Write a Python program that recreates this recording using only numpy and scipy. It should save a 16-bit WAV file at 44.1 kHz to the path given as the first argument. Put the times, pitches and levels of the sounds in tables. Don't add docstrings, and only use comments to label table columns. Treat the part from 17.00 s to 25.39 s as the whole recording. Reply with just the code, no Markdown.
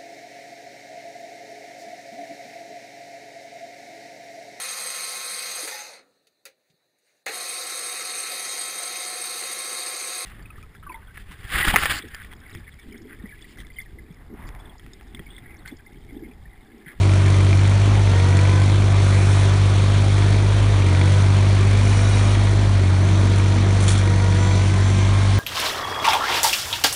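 import sys
import numpy as np
from scipy import signal
from scipy.io import wavfile
from scipy.ndimage import uniform_filter1d

SR = 44100
rng = np.random.default_rng(int(sys.argv[2]) if len(sys.argv) > 2 else 0)


def amplitude_ratio(level_db):
    exponent = np.asarray(level_db, float) / 20
    return 10 ** exponent


def persist_wave(psi):
    counts = np.round(np.clip(psi, -1, 1) * 32767).astype(np.int16)
    wavfile.write(sys.argv[1], SR, np.atleast_2d(counts).T)


N = 369999
FIRING_DEG, STRONG_DEG = 57, 200


def rms_one(x):
    return x / np.sqrt(np.mean(x ** 2) + 1e-20)


def in_time(rows):
    s, *columns = np.transpose(rows)
    return [np.interp(np.arange(N) / SR, s, column) for column in columns]


def drift(rate):
    r = np.exp(-80 * np.pi * rate / SR)
    noise = rng.standard_normal(N // 40 + 2002)
    slow = signal.lfilter([1], [1, -2 * r, r * r], noise)[2000:]
    return np.interp(np.arange(N) / 40, np.arange(len(slow)), rms_one(slow - slow.mean()))


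def tone(turns, level_db):
    return np.sqrt(2) * amplitude_ratio(level_db) * np.cos(2 * np.pi * turns)


def filtered(x, order, hz, kind):
    return signal.sosfilt(signal.butter(order, hz, kind, fs=SR, output="sos"), x)


def ring(clicks, modes):
    out = 0
    for hz, level_db, t60 in modes:
        r = amplitude_ratio(-60 / (t60 * SR))
        w = 2 * np.pi * hz / SR
        mode = signal.lfilter([0, amplitude_ratio(level_db) * np.sin(w)], [1, -2 * r * np.cos(w), r * r], clicks + 1e-18)
        out = out + mode
    return out


def dying(clicks, t60):
    return signal.lfilter([1], [1, -amplitude_ratio(-60 / (t60 * SR))], clicks + 1e-18)


def coloured(white, spectrum, patchy_db):
    hz, level_db = np.transpose(spectrum)
    edges = hz[0] * 2 ** np.arange(0, np.log2(hz[-1] / hz[0]) + .34, 1 / 3)
    out = 0
    for k, (low, high) in enumerate(zip(edges, edges[1:])):
        band = filtered(white[k % 2], 2, [low, high], "band")
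        own_db = np.interp(np.log(low * high) / 2, np.log(hz), level_db)
        out = out + amplitude_ratio(own_db + patchy_db * drift(6.2)) * band
    return rms_one(out)


def peaks(x, table):
    for hz, width_hz, gain_db in table:
        w, g = 2 * np.pi * hz / SR, np.sqrt(amplitude_ratio(gain_db))
        a = np.sin(w) * width_hz / hz / 2
        x = signal.lfilter([1 + a * g, -2 * np.cos(w), 1 - a * g], [1 + a / g, -2 * np.cos(w), 1 - a / g], x)
    return x


def plateau(start, end, ramp_s):
    t = np.arange(N) / SR
    return np.clip(np.minimum(t - start, end - t) / ramp_s, 0, 1)


def surging_db(idle_db, rows, ramp_s):
    power = amplitude_ratio(idle_db) ** 2
    for start, end, level_db in rows:
        power = power + (amplitude_ratio(level_db) * plateau(start, end, ramp_s)) ** 2
    return 10 * np.log10(power)


def loaded_db(law, load):
    base_db, db_per_hz, slew_db = law
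    sag_hz, slew = load
    return base_db + db_per_hz * sag_hz + slew_db * slew


# (frequency [Hz], level [dB per Hz])
WIND_SPECTRUM = [(500, -12.5), (1000, -0.5), (1500, -4.5), (2200, -5.5), (3300, -8.5), (4400, -11),
                 (6000, -22)]


def flail_wind(feed_db):
    level_db = -32.5 + 0.61 * (feed_db + 42.5)
    return amplitude_ratio(level_db) * coloured(rng.standard_normal((2, N)), WIND_SPECTRUM, patchy_db=1.77)


# (frequency [Hz], level [dB per Hz])
ROAR_SPECTRUM = [(16, -13), (28, -11), (45, -2), (80, 3.5), (130, 0), (350, -2.5), (520, -3), (700, -7.5),
                 (1000, -16.5), (1800, -22)]
# (frequency [Hz], width [Hz], gain [dB])
BONNET = [(375, 59, 4), (456, 42, -8.5), (683, 25, 7), (870, 46, 0.5)]


def roar(cycle, load):
    level_db = loaded_db((-29, -0.1, -0.54), load)
    noise = amplitude_ratio(level_db) * coloured(rng.standard_normal((2, N)), ROAR_SPECTRUM, patchy_db=1.0)
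    throb = amplitude_ratio(2.0 * np.cos(6 * np.pi * (cycle - FIRING_DEG / 360)))
    return throb * peaks(noise, BONNET)


# (time [s], shredding level [dB])
FEED = [(0.0, -42), (1.17, -42), (1.42, -41.5), (1.89, -42), (2.27, -39), (2.61, -40), (3.88, -42.5),
        (4.11, -40), (4.49, -42), (4.84, -40.5), (5.05, -40.5), (5.16, -39), (5.4, -41), (5.77, -43),
        (6.75, -42.5), (6.96, -39.5), (7.12, -42.5), (8.39, -40)]


def foliage_feed():
    return in_time(FEED)[0]


# (frequency [Hz], level [dB per Hz])
LEAVES = [(2000, -13.5), (4000, 1.5), (5500, 1), (7000, -0.5), (9000, -2), (11000, -12.5)]


def shredding(feed_db):
    sizes_db = 3.9 * np.minimum(rng.exponential(1, (2, N)), 5)
    sizes = amplitude_ratio(sizes_db) * rng.choice([-1, 1], (2, N))
    ticks_per_s = 9000 * amplitude_ratio(1.6 * drift(40))
    ticks = sizes * (rng.random((2, N)) < ticks_per_s / SR)
    return amplitude_ratio(feed_db + 1.5) * coloured(ticks, LEAVES, patchy_db=0.76)


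# (time [s], peak level [dB], share of body below 4 kHz [dB])
SNAPS = [(1.3682, -24.5, -2), (6.357, -24, -14), (6.383, -23, -8), (6.803, -16.5, -12),
         (6.8249, -19.5, -10), (6.839, -21, -16), (6.8657, -23, -11), (6.8798, -12, -8), (6.8864, -33, 8),
         (6.8916, -16.5, -14), (6.9035, -16, -3.5), (6.916, -17, -10), (6.9294, -26, -18),
         (6.9394, -43, -6), (6.9776, -22, -6), (6.988, -32, 4)]
# (frequency [Hz], level [dB], 60 dB decay [s])
HOOD = [(1950, -5, .006), (3500, 0, .005), (4300, -1, .004), (7200, -3, .008)]


def snaps():
    s, peak_db, body_db = np.transpose(SNAPS)
    at = (s * SR).astype(int)
    bright, body = np.zeros((2, N))
    bright[at] = amplitude_ratio(peak_db)
    body[at] = amplitude_ratio(peak_db + body_db)
    crack = (dying(bright, 0.043) + 0.18 * dying(bright, 0.2)) * rng.standard_normal(N)
    crack = filtered(crack, 2, 4500, "high")
    thud = dying(body, .025) * rng.standard_normal(N)
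    return amplitude_ratio(-6.0) * crack + amplitude_ratio(-13.5) * ring(thud, HOOD)


# (time [s], tooth frequency [Hz])
MOTOR = [(0, 438.6), (.3, 441), (.6, 451), (1.07, 454), (1.5, 503), (1.68, 513), (2.4, 493.5), (3.3, 465),
         (3.76, 456), (4.2, 504.5), (4.33, 506.5), (5.2, 480.5), (6.02, 455.5), (6.55, 472), (7.28, 475),
         (7.85, 521), (8.1, 532.6), (8.39, 537)]


def motor_speed():
    return in_time(MOTOR)[0]


# (start [s], end [s], hiss [dB], rough whine [dB])
BITES = [
    (1.99, 2.496, -36.5, -56),
    (4.811, 5.361, -38, -49),
]
ROUGH_PARTIALS = [5, 6, 8, 11, 12, 14, 18, 20]


def bites(motor_hz):
    turns = np.cumsum(motor_hz) / SR
    hiss = filtered(rng.standard_normal(N), 2, 5000, "high")
    rough = sum(drift(35) * tone(k * turns, -4 * np.log2(k / 12)) for k in ROUGH_PARTIALS)
    out = 0
    for start, end, hiss_db, rough_db in BITES:
        out = out + plateau(start, end, .04) * (amplitude_ratio(hiss_db) * hiss + amplitude_ratio(rough_db) * rough)
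    return out


# (frequency [Hz], width [Hz], level within its group [dB])
WHINE = [(478, 55, -.6), (1000, 300, -3), (1510, 250, -7), (1880, 200, -8), (2900, 1500, -6),
         (4300, 500, -6), (5250, 250, -7), (5900, 400, -2), (6300, 300, -1.5), (7050, 200, -8),
         (7350, 260, -3), (8600, 500, -13)]
# (start [s], end [s], low partials [dB], high partials [dB])
SURGES = [(.1, .55, -45, -55), (.5, 1.05, -43, -54), (.95, 1.75, -36, -52), (2.145, 2.952, -46, -57),
          (3.051, 3.75, -43.5, -59), (3.65, 4.3, -39, -57), (4.699, 5.65, -41.5, -53),
          (5.95, 7.06, -41.5, -49), (6.947, 7.593, -37.5, -48), (7.294, 8.153, -39.5, -45.5),
          (7.944, 8.599, -37, -53.5)]


def flail_motor(motor_hz):
    ramp_s, teeth, flail_rows = .15, 11, 4
    low_db = surging_db(-59, [(start, end, low) for start, end, low, _ in SURGES], ramp_s)
    middle_db = surging_db(-52, [(start, end, -47) for start, end, *_ in BITES], ramp_s)
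    high_db = surging_db(-67, [(start, end, high) for start, end, _, high in SURGES], ramp_s)
    turns = np.cumsum(motor_hz) / SR
    grid_hz = np.arange(0, 10000, 5)
    power = 0
    for top_hz, width_hz, level_db in WHINE:
        power = power + amplitude_ratio(level_db) ** 2 / (1 + (2 * (grid_hz - top_hz) / width_hz) ** 4)
    resonance = np.sqrt(power)
    out = tone(turns * flail_rows / teeth + 0.039 * drift(4.4), high_db + 10.5 + 3.8 * drift(3.9))
    for k in range(1, 19):
        if k < 5:
            group_db = low_db
        elif k < 9 or k > 16:
            group_db = middle_db
        else:
            group_db = high_db
        level_db = group_db + 1.3 * drift(2.5) + 1.3 * drift(12)
        partial = tone(k * turns + rng.random() + .04 * drift(9), level_db)
        out = out + np.interp(k * motor_hz, grid_hz, resonance) * partial
    return out


# (start [s], end [s], piston tone [dB])
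ARM_MOVES = [
    (-.2, 0.73, -33.5),
    (1.25, 2.0, -36),
    (3.75, 4.201, -35),
    (5.3, 5.55, -40),
    (5.747, 6.8, -33),
    (6.703, 7.906, -36.5),
]
# (level [dB], change per Hz of sag [dB], gain by the slew [dB])
FAN_TONE = (-40, -0.53, 5.73)


def auxiliaries(cycle, load):
    fan_db = loaded_db(FAN_TONE, load) - 2.0 + 2.7 * drift(8.7)
    fan = tone(14.69 * cycle + 0.1 * drift(6.3), fan_db)
    pistons = 20 * cycle + .03 * drift(5)
    pump_db = surging_db(-45, ARM_MOVES, .15) - 1 + 1.2 * drift(6)
    overtones = tone(2 * pistons, -48 + 3 * drift(2.5)) + tone(3 * pistons, -51 + 3 * drift(2.5))
    return fan + overtones + tone(pistons, pump_db)


# (block ring [dB], clatter [dB])
CYLINDERS = [(-3.5, 1.5), (1.5, -2), (-5.5, .5)]
# (frequency [Hz], level [dB], 60 dB decay [s])
BLOCK = [(2350, -0.5, .03), (2170, -2.5, .024), (3400, -7, .012), (4250, -6, .01)]


def knock(cycle, knock_db):
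    firing = np.floor(3 * (cycle - (FIRING_DEG - 8) / 360)).astype(int)
    at = np.flatnonzero(np.diff(firing)) + 1
    ring_db, clatter_db = np.array(CYLINDERS)[firing[at] % 3].T
    blows, rattles = np.zeros((2, N))
    uneven = rng.standard_normal((len(at), 2))
    blows[at] = amplitude_ratio(ring_db + 2.0 * uneven[:, 0])
    rattles[at] = amplitude_ratio(clatter_db + 1.9 * uneven[:, 1])
    rough = blows + 0.061 * dying(blows, .006) * rng.standard_normal(N)
    swell = dying(rattles, 0.032) - dying(rattles, 0.0039)
    clatter = swell * filtered(rng.standard_normal(N), 2, [1500, 9500], "band")
    return amplitude_ratio(knock_db) * (amplitude_ratio(-5.5) * rms_one(ring(rough, BLOCK)) + amplitude_ratio(-10.0) * rms_one(clatter))


def engine_load(boom_hz):
    governed_hz, lag_s, slew_start_s, slew_end_s = 99.26, 0.09, 4.43, 4.7
    r = np.exp(-1 / (lag_s * SR))
    sag_hz = governed_hz - boom_hz
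    lagged_hz = sag_hz[0] + signal.lfilter([1 - r], [1, -r], sag_hz - sag_hz[0])
    slew = np.clip((np.arange(N) / SR - slew_start_s) / (slew_end_s - slew_start_s), 0, 1)
    return lagged_hz, slew


# (time [s], exhaust boom = six times the four-stroke cycle [Hz], boom [dB], knock [dB])
CRANK = [(0, 96.74, -14, -33.5), (.55, 96.34, -13.5, -31.5), (.95, 101.8, -14.5, -37),
         (1.22, 93.3, -14.5, -34), (1.42, 96.06, -13.5, -31.5), (1.78, 99.2, -14.5, -34.5),
         (2.05, 97.54, -14, -37), (3.3, 99.43, -15, -35.5), (3.7, 101.8, -15.5, -41),
         (3.92, 92.1, -14.7, -32), (4.13, 97.1, -13.5, -34), (5.05, 99.97, -15, -34.5),
         (5.67, 100.3, -15.5, -39), (5.87, 92.95, -15, -40), (6.1, 97.03, -14.9, -38.5),
         (6.9, 97.53, -15.6, -34), (7.5, 95.95, -16, -34.5), (8.15, 98.2, -15.5, -36)]


def crankshaft():
    boom_hz, boom_db, knock_db = in_time(CRANK)
    cycle = .9516 + np.cumsum(boom_hz) / 6 / SR
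    return cycle, boom_hz, boom_db, knock_db


# (multiple of the four-stroke cycle, level re boom [dB])
EXHAUST = [(4, -37.5), (5, -31), (6, 0.5), (7, -24), (8, -28.5), (10, -43.5), (13, -40.5), (15, -30),
           (17, -39.5), (18, -27), (21, -39), (23, -38), (24, -29), (27, -38.5), (30, -46)]


def exhaust(cycle, boom_db, load):
    cycle_hz, silencer_hz, silencer_q, lead_rad = 16.3, 105, 5, .6
    levels = [(order, boom_db + db, -db / 14) for order, db in EXHAUST]
    levels += [(3, loaded_db((-25, -1.2, 0.57), load), 0.24),
               (9, loaded_db((-29.5, 1.2, -4.5), load) - .6, 0.66),
               (12, loaded_db((-37, 0.76, 2.2), load) + 0.5, 0.82)]
    out = 0
    for order, level_db, wobble_db in levels:
        ratio = order * cycle_hz / silencer_hz
        lag = lead_rad - np.angle(1 - ratio ** 2 + 1j * ratio / silencer_q)
        at = (STRONG_DEG if order % 3 else FIRING_DEG) / 360
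        wander = .015 * wobble_db * drift(5)
        turns = order * (cycle - at) + lag / (2 * np.pi) + wander
        out = out + tone(turns, level_db + (wobble_db + 0.18) * drift(11))
    return out


def scene():
    cycle, boom_hz, boom_db, knock_db = crankshaft()
    load = engine_load(boom_hz)
    feed_db = foliage_feed()
    motor_hz = motor_speed()
    head = flail_wind(feed_db) + shredding(feed_db) + snaps() + bites(motor_hz) + flail_motor(motor_hz)
    engine = roar(cycle, load) + auxiliaries(cycle, load) + knock(cycle, knock_db) + exhaust(cycle, boom_db, load)
    return (head + engine)[None]


def roll_off(x):
    return signal.sosfilt(signal.butter(12, 11170, fs=SR, output="sos"), x)


# (frequency [Hz], width [Hz], gain [dB])
COLOUR = [(2860, 680, -2.5), (3170, 95, 2), (3420, 370, 1.65), (4360, 360, 0.5), (4880, 420, -7),
          (7660, 1500, -3), (5900, 500, 1), (8300, 500, 0.5)]
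# (low edge [Hz], high edge [Hz], share of frames heard)
FLICKER = [(10340, 10450, .45), (10470, 10580, .3), (10640, 10780, .25), (10800, 10950, .12)]


def record(dry):
    x = filtered(peaks(dry, COLOUR), 14, 10190, "low")
    out = signal.sosfilt(signal.ellip(14, .3, 70, FLICKER[0][0], fs=SR, output="sos"), x)
    for low, high, share in FLICKER:
        band = signal.sosfilt(signal.ellip(5, .3, 60, [low, high], "band", fs=SR, output="sos"), x)
        power = band ** 2
        loud = uniform_filter1d(power, size=2048)[:, ::1024] > 5 * np.median(power) / .45
        heard = loud | (rng.random(loud.shape) < share)
        gate = np.repeat(heard, 1024, axis=1)[:, :N]
        out = out + uniform_filter1d(gate * 1., size=512) * band
    return roll_off(out)


dry = scene()
out = record(dry)
persist_wave(out)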